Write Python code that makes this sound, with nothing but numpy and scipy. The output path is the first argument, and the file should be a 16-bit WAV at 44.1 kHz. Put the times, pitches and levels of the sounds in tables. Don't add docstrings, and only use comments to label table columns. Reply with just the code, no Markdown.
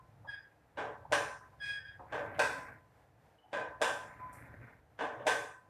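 import sys
import numpy as np
from scipy import signal
from scipy.fft import rfft, irfft
from scipy.io import wavfile
from scipy.ndimage import uniform_filter1d

SR = 44100
rng = np.random.default_rng(int(sys.argv[2]) if len(sys.argv) > 2 else 0)


def wrap_up_sound(samples):
    columns = np.atleast_2d(samples).T
    tamed = np.clip(columns, -1, 1)
    steps = np.round(tamed * 32767).astype(np.int16)
    wavfile.write(sys.argv[1], SR, steps)


N = 250929
TAPS = 8192
HZ = np.fft.rfftfreq(TAPS, 1 / SR)
T = np.arange(SR) / SR


def amp(db):
    return 10 ** (np.asarray(db) / 20)


def evened(x):
    return x / np.sqrt(np.mean(x ** 2) + 1e-20)


def read(points, hz):
    f, value = np.transpose(points)
    return np.interp(np.log(hz + 1), np.log(f + 1), value)


def add(mix, start_s, sound):
    start = round(start_s * SR)
    sound = sound[..., max(-start, 0):]
    part = mix[..., max(start, 0):][..., :sound.shape[-1]]
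    part += sound[..., :part.shape[-1]]


def convolve(x, response):
    return signal.fftconvolve(np.atleast_2d(x), np.atleast_2d(response), axes=1)


def colour(x, gain_db):
    log_gain = np.log(amp(np.maximum(gain_db, -100)))
    circle = np.concatenate([log_gain, log_gain[-2:0:-1]])
    response = np.fft.ifft(np.exp(np.conj(signal.hilbert(circle)))).real
    return convolve(x, response)[:, :x.shape[-1]]


def drift(size, rate_hz):
    hz = np.fft.rfftfreq(size, 1 / SR)
    spectrum = rfft(rng.standard_normal(size)) / (1 + (hz / rate_hz) ** 4)
    return evened(irfft(spectrum, size))


def envelope(t, length_s, attack_s, release_s):
    return np.clip(t / attack_s, 0, 1) * np.clip((length_s - t) / release_s, 0, 1)


def at_level(sound, db):
    return amp(db) * sound / np.sqrt(np.mean(sound[0, :SR // 20] ** 2))


# (frequency [Hz], t60 [s])
ROOM_T60 = [(100, 0.37), (300, .62), (700, 0.71), (1600, 0.61), (3000, 0.42), (6000, 0.56), (9000, 0.56),
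            (14000, 0.8)]


def room(direct_db, build_s=0.00063):
    density = np.clip(.03 + T * 4, 0, 1)
    taps = rng.standard_normal((2, SR)) * (rng.random((2, SR)) < density) / np.sqrt(density)
    hz, t, z = signal.stft(taps, SR, nperseg=256)
    decay = amp(-60 * t / read(ROOM_T60, hz)[:, None])
    tail = signal.istft(z * decay, SR, nperseg=256)[1][:, :SR]
    tail *= 1 - np.exp(-T / build_s)
    tail /= np.linalg.norm(tail[0])
    tail[:, 0] += amp(direct_db)
    return tail / np.linalg.norm(tail[0])


# (frequency [Hz], level [dB], t60 [s])
IRON_MODES = [(318, -15, .56), (469, -8, .45), (576, 0, .5), (628, -6, .4), (743, -7, .53), (824, -6, .5),
              (898, -7, .5), (1013, -5, 1.05), (1110, -10, .55), (1226, -12, .5), (1522, -6, .7),
              (1553, 0, .66), (1640, -6, .55), (1712, -12, .6), (1791, -8, .52), (1907, -15, .55),
              (2236, -15, .5), (2396, -15, .55), (2455, -15, .6), (2606, -14, .55), (2900, -15, .45),
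              (3480, -12, .4), (3690, -18, .37), (4947, -24, .45), (5850, -23, .48), (6148, -23, .45),
              (7400, -25, .42), (9150, -26, .4)]


def ringing(swell_s=0.0036, split_hz=12, twin=0.67):
    ring = np.zeros((2, SR))
    for hz, mode_db, t60_s in IRON_MODES:
        phase, twin_phase, detune = rng.random((3, 2, 1))
        twin_hz = hz + split_hz * (2 * detune - 1)
        main_tone = np.sin(2 * np.pi * (hz * T + phase))
        twin_tone = np.sin(2 * np.pi * (twin_hz * T + twin_phase))
        ring += amp(mode_db - 60 * T / t60_s) * (main_tone + twin * twin_tone)
    return ring * (1 - np.exp(-T / swell_s))


# (frequency [Hz], density [dB per Hz])
CLACK_TONE = [(60, -25), (150, -19), (310, -10.5), (372, -18), (430, -2), (750, -3.5), (1100, -2.5),
              (1350, -9.5), (1600, 1), (2000, -7.5), (3500, -9), (4300, -18.5), (5800, -17), (9400, -19),
              (10300, -28), (14000, -37.5)]


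def contact(db, corner_hz, ring_db, chatter_s=0.0057, chatter=0.21, slope_db=13):
    hits = rng.standard_normal(SR) * (rng.random(SR) < 1500 / SR)
    force = chatter * hits * np.exp(-T / chatter_s)
    force[0] = 1
    clack = colour(convolve(force, room(direct_db=-28.0))[:, :SR], read(CLACK_TONE, HZ))
    softness_db = -slope_db * np.log10(1 + (HZ / corner_hz) ** 2)
    blow = at_level(clack, 0) + at_level(ringing(), ring_db)
    return at_level(colour(blow, softness_db), db)


# (time [s], level [dB])
RUMBLE_LEVEL = [(0.0, -62), (0.28, -60), (0.46, -71.5), (1.17, -56), (1.35, -64.5), (2.47, -55.5),
                (2.52, -60.5), (3.0, -67), (3.26, -63.5), (3.42, -77), (3.5, -66.5), (4.6, -54.5),
                (4.82, -66.5), (5.44, -61.5), (5.59, -71), (5.69, -64)]
# (frequency [Hz], density [dB per Hz])
RUMBLE_SPECTRUM = [(25, -23), (45, -14.5), (62, -1), (80, -5), (118, 1.5), (160, -7.5), (220, -22),
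                   (350, -19), (800, -79)]
# (frequency [Hz], density [dB per Hz])
AIR_SPECTRUM = [(100, -14), (250, -5), (310, -1), (372, -6.5), (450, 0), (800, 1), (1200, -8), (1700, -7.5),
                (3000, -20), (5000, -25), (8000, -28), (14000, -29)]


def background(air_db=-61, follow=.2, usual_db=-63, swell_db=1.1):
    rumble_db = np.interp(np.arange(N) / SR, *np.transpose(RUMBLE_LEVEL))
    rumble = evened(colour(rng.standard_normal((2, N)), read(RUMBLE_SPECTRUM, HZ)))
    air = evened(colour(rng.standard_normal((2, N)), read(AIR_SPECTRUM, HZ)))
    air_level_db = air_db + follow * (rumble_db - usual_db) + swell_db * drift(N, rate_hz=4)
    return rumble * amp(rumble_db) + air * amp(air_level_db)


# (time [s], length [s], pitch [Hz], level [dB])
SING_EVENTS = [(-.04, 0.069, 1022, -56.5), (4.171, 0.12, 1010, -48.5), (4.235, 0.12, 1009, -54)]


def sings(waver=0.007, third_db=-38):
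    out = np.zeros((2, N))
    for start_s, length_s, hz, db in SING_EVENTS:
        size = int(length_s * SR)
        angle = 2 * np.pi * np.cumsum(hz * (1 + waver * drift(size, rate_hz=50))) / SR
        wave = np.sin(angle) + amp(third_db) * np.sin(3 * angle)
        tone = evened(wave * np.hanning(size))
        heard = convolve(tone, room(direct_db=1.0))
        add(out, start_s, amp(db) * heard * np.linalg.norm(tone) / np.linalg.norm(heard[0]))
    return out


# (time [s], level [dB], centre [Hz], -6 dB width [Hz], length, twice the decay constant [s])
TOUCH_EVENTS = [(.246, -54.5, 810, 397, 0.013), (1.051, -54, 910, 230, 0.0018),
                (1.994, -51, 765, 600, 0.022), (2.346, -64, 2450, 1500, 0.015),
                (3.376, -74, 3010, 123, 0.13), (3.434, -59.5, 820, 150, 0.077),
                (4.329, -65, 9500, 6860, 0.035)]


def touches():
    out = np.zeros((2, N))
    for start_s, db, centre_hz, width_hz, length_s in TOUCH_EVENTS:
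        scuff = rng.standard_normal(SR) * np.exp(-2 * T / length_s)
        scuff = colour(scuff, -20 * np.log10(1 + (2 * (HZ - centre_hz) / width_hz) ** 2))
        add(out, start_s, at_level(convolve(scuff, room(direct_db=-5.5)), db))
    return out


# (time [s], length [s], pitch [Hz], level [dB],
# peak harshness of rasp, overtones and in-between line [dB], fading [dB per s], judder [0-1])
SQUEAL_EVENTS = [(.272, .135, 1641, -41, -22, 66, .35), (.41, .06, 1634, -58, -26, 60, .1),
                 (1.598, .215, 1649, -39.5, -4, 8, .08), (1.83, .11, 1638, -51, -13, 5, .05)]
# (multiple of pitch, level [dB], gain over reference harshness [dB per dB])
SQUEAL_OVERTONES = [(1, 1, 0), (2, -8, .35), (3, -13.5, .42), (4, -37, .3), (5, -33.5, .7), (6, -33, .2)]
# (frequency [Hz], density [dB per Hz])
RASP_TONE = [(500, -39.5), (1500, -4.5), (1800, 6.5), (2400, 2.5), (2800, -9), (3300, -4), (4200, -1.5),
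             (4600, -9), (5700, -6.5), (7400, -14), (8300, -7), (10000, -18), (12000, -23)]
GRIP_S, LET_GO_S = 0.024, 0.042
BITE_HZ, BITE_S = 40, .012
HARSH_AT, HARSH_FALL_DB = 0.34, 29
JUDDER_HZ, JUDDER_RAD = 41.65, 1.14


def squeals(waver_rad=.2, grit_db=-28, harsh_grit_db=-11, ring_db=-14, reference_db=-4):
    out = np.zeros((2, N))
    for start_s, length_s, pitch_hz, top_db, harshest_db, fade_db_per_s, judder in SQUEAL_EVENTS:
        t = np.arange(0, length_s, 1 / SR)
        hz = pitch_hz + BITE_HZ * np.exp(-t / BITE_S)
        shudder = judder * np.cos(2 * np.pi * JUDDER_HZ * t)
        level = amp(top_db - fade_db_per_s * t) * envelope(t, length_s, GRIP_S, LET_GO_S)
        level = level * (1 + .5 * shudder)

        pressure = np.sin(np.pi / 2 * np.interp(t / length_s, [0, HARSH_AT, 1], [0, 1, 0]))
        harsh_db = harshest_db - HARSH_FALL_DB * (1 - pressure)

        angle = 2 * np.pi * np.cumsum(hz) / SR + JUDDER_RAD * shudder
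        angle = angle + waver_rad * drift(len(t), rate_hz=98)
        tone = np.zeros(len(t))
        for multiple, line_db, growth in SQUEAL_OVERTONES:
            line_gain = amp(line_db + growth * (harshest_db - reference_db))
            tone += line_gain * np.sin(multiple * angle)
        tone += amp(harsh_db) * np.sin(3 * angle / 2 + .6 * drift(len(t), rate_hz=90))
        tone = evened(tone * (1 + .3 * drift(len(t), rate_hz=50)))

        grit = evened(colour(rng.standard_normal(len(t)), read(RASP_TONE, HZ)))
        rasp = (amp(grit_db) + amp(harsh_db + harsh_grit_db)) * grit
        heard = convolve(level * (tone + rasp), room(direct_db=4.5))
        ring = convolve(level * grit, ringing())
        for layer, share_db in (heard, 0), (ring, ring_db):
            gain = amp(share_db) * np.linalg.norm(level) / np.linalg.norm(layer[0])
            add(out, start_s, gain * layer)
    return out


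# (time [s], level [dB], brightness corner [Hz],
# time between contacts [s], second contact over the first [dB])
SOFT_EVENTS = [(.772, -40, 1350, 0.017, -3), (2.123, -39.5, 1360, .027, -3.5),
               (3.529, -37.5, 1960, .021, -9.5), (4.989, -41.5, 1750, .018, 5),
               (5.196, -48.5, 515, 0.016, -8)]
SETTLE_DB, DULLING = -3.5, 0.57


def soft_contacts(ring_db=-1.5):
    out = np.zeros((2, N))
    for start_s, db, corner_hz, gap_s, second_db in SOFT_EVENTS:
        for k, share_db in enumerate([0, second_db, SETTLE_DB]):
            touch = contact(db + share_db, corner_hz * DULLING ** k, ring_db)
            add(out, start_s + k * gap_s, touch)
    return out


# (time [s], level [dB], brightness corner [Hz], thud gain [dB])
CLANK_EVENTS = [(1.122, -28.5, 10340, -15), (2.392, -28.5, 8650, -15.5), (3.816, -30.5, 14400, -17.5),
                (5.267, -29, 19800, -14.5)]
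# (delay [s], thud share [dB])
SEATING_THUDS = [(-.006, -7.5), (.0005, -1), (.007, -3)]


def clanks(thud_hz=650, thud_s=0.0025, crack_db=-20.5, crack_s=0.0055, growth=4):
    out = np.zeros((2, N))
    thud = np.sin(2 * np.pi * thud_hz * T) * np.exp(-T / thud_s) * (1 - np.exp(-T / 0.001))
    bright_db = read(CLACK_TONE, HZ) - 10 * np.log10(1 + (4500 / (HZ + 1)) ** 2)
    for start_s, db, corner_hz, thud_db in CLANK_EVENTS:
        add(out, start_s, contact(db, corner_hz, ring_db=-1.5))
        for delay_s, share_db in SEATING_THUDS:
            noise = evened(colour(rng.standard_normal((2, TAPS)), bright_db))
            crack = noise * np.exp(-T[:TAPS] / crack_s)
            crack_gain = amp(thud_db + crack_db + growth * min(share_db, 0))
            add(out[0], start_s + delay_s, amp(thud_db + share_db) * thud)
            add(out, start_s + delay_s, crack_gain * crack)
    return out


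# (time [s], length [s], level [dB])
SWELL_EVENTS = [(2.04, 0.8, -52), (3.98, 0.866, -55)]
# (frequency [Hz], density [dB per Hz])
SWELL_SPECTRUM = [(100, -4), (280, 6), (372, -7), (450, 0), (850, -1), (1200, -3), (1550, -0.5), (2150, -2),
                  (2800, -22), (5000, -35.5), (12000, -30)]


def grainy_swells(grains_per_s=500, corner_hz=2300, resonant_db=-7, rise_s=0.1, fall_s=0.15):
    out = np.zeros((2, N))
    for start_s, length_s, db in SWELL_EVENTS:
        t = np.arange(0, length_s, 1 / SR)
        grains = rng.standard_normal(len(t)) * (rng.random(len(t)) < grains_per_s / SR)
        noise = convolve(grains, room(direct_db=-0.5))[:, :len(t)]
        noise = colour(noise, read(SWELL_SPECTRUM, HZ))
        resonant = convolve(grains, ringing())[:, :len(t)]
        resonant = colour(resonant, -10 * np.log10(1 + (HZ / corner_hz) ** 4))
        sound = evened(evened(noise) + amp(resonant_db) * evened(resonant))
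        add(out, start_s, sound * amp(db) * envelope(t, length_s, rise_s, fall_s))
    return out


# (frequency [Hz], side filter gain [dB])
SIDE_GAIN = [(3500, -69), (5000, -33), (7000, -7), (14000, -6.5)]


def scene():
    mid, side = (background() + sings() + touches() + squeals()
                 + soft_contacts() + clanks() + grainy_swells())
    side = colour(side, read(SIDE_GAIN, HZ))[0]
    return np.array([mid + side, mid - side])


def record(dry, depth_db=8.0, open_db=13, knee_db=8, link_db=13, low_cut_hz=45, edge_hz=14400):
    hz, t, z = signal.stft(dry, SR, nperseg=512, noverlap=384)
    power = (abs(z) ** 2).mean(0)
    for axis in 0, 1:
        power = uniform_filter1d(power, size=9, axis=axis)
    power = abs(power) + 1e-20
    level_db, total_db = 10 * np.log10(power), 10 * np.log10(power.sum(0))
    band_over_db = level_db - np.percentile(level_db, 10, axis=1, keepdims=True)
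    total_over_db = total_db - np.percentile(total_db, 10)
    over_db = np.maximum(band_over_db, total_over_db - link_db)
    shut = np.clip((open_db - over_db) / knee_db, 0, 1)
    shut = shut * np.clip(hz / 400, 0, 1)[:, None]
    quiet = signal.istft(z * amp(-depth_db * shut), SR, nperseg=512, noverlap=384)[1][:, :N]
    quiet = signal.sosfilt(signal.butter(2, low_cut_hz, "high", fs=SR, output="sos"), quiet)
    low_pass = signal.firwin(511, edge_hz, window=("kaiser", 9), fs=SR)
    return signal.oaconvolve(quiet, low_pass[None], "same")


dry = scene()
out = record(dry)
wrap_up_sound(out)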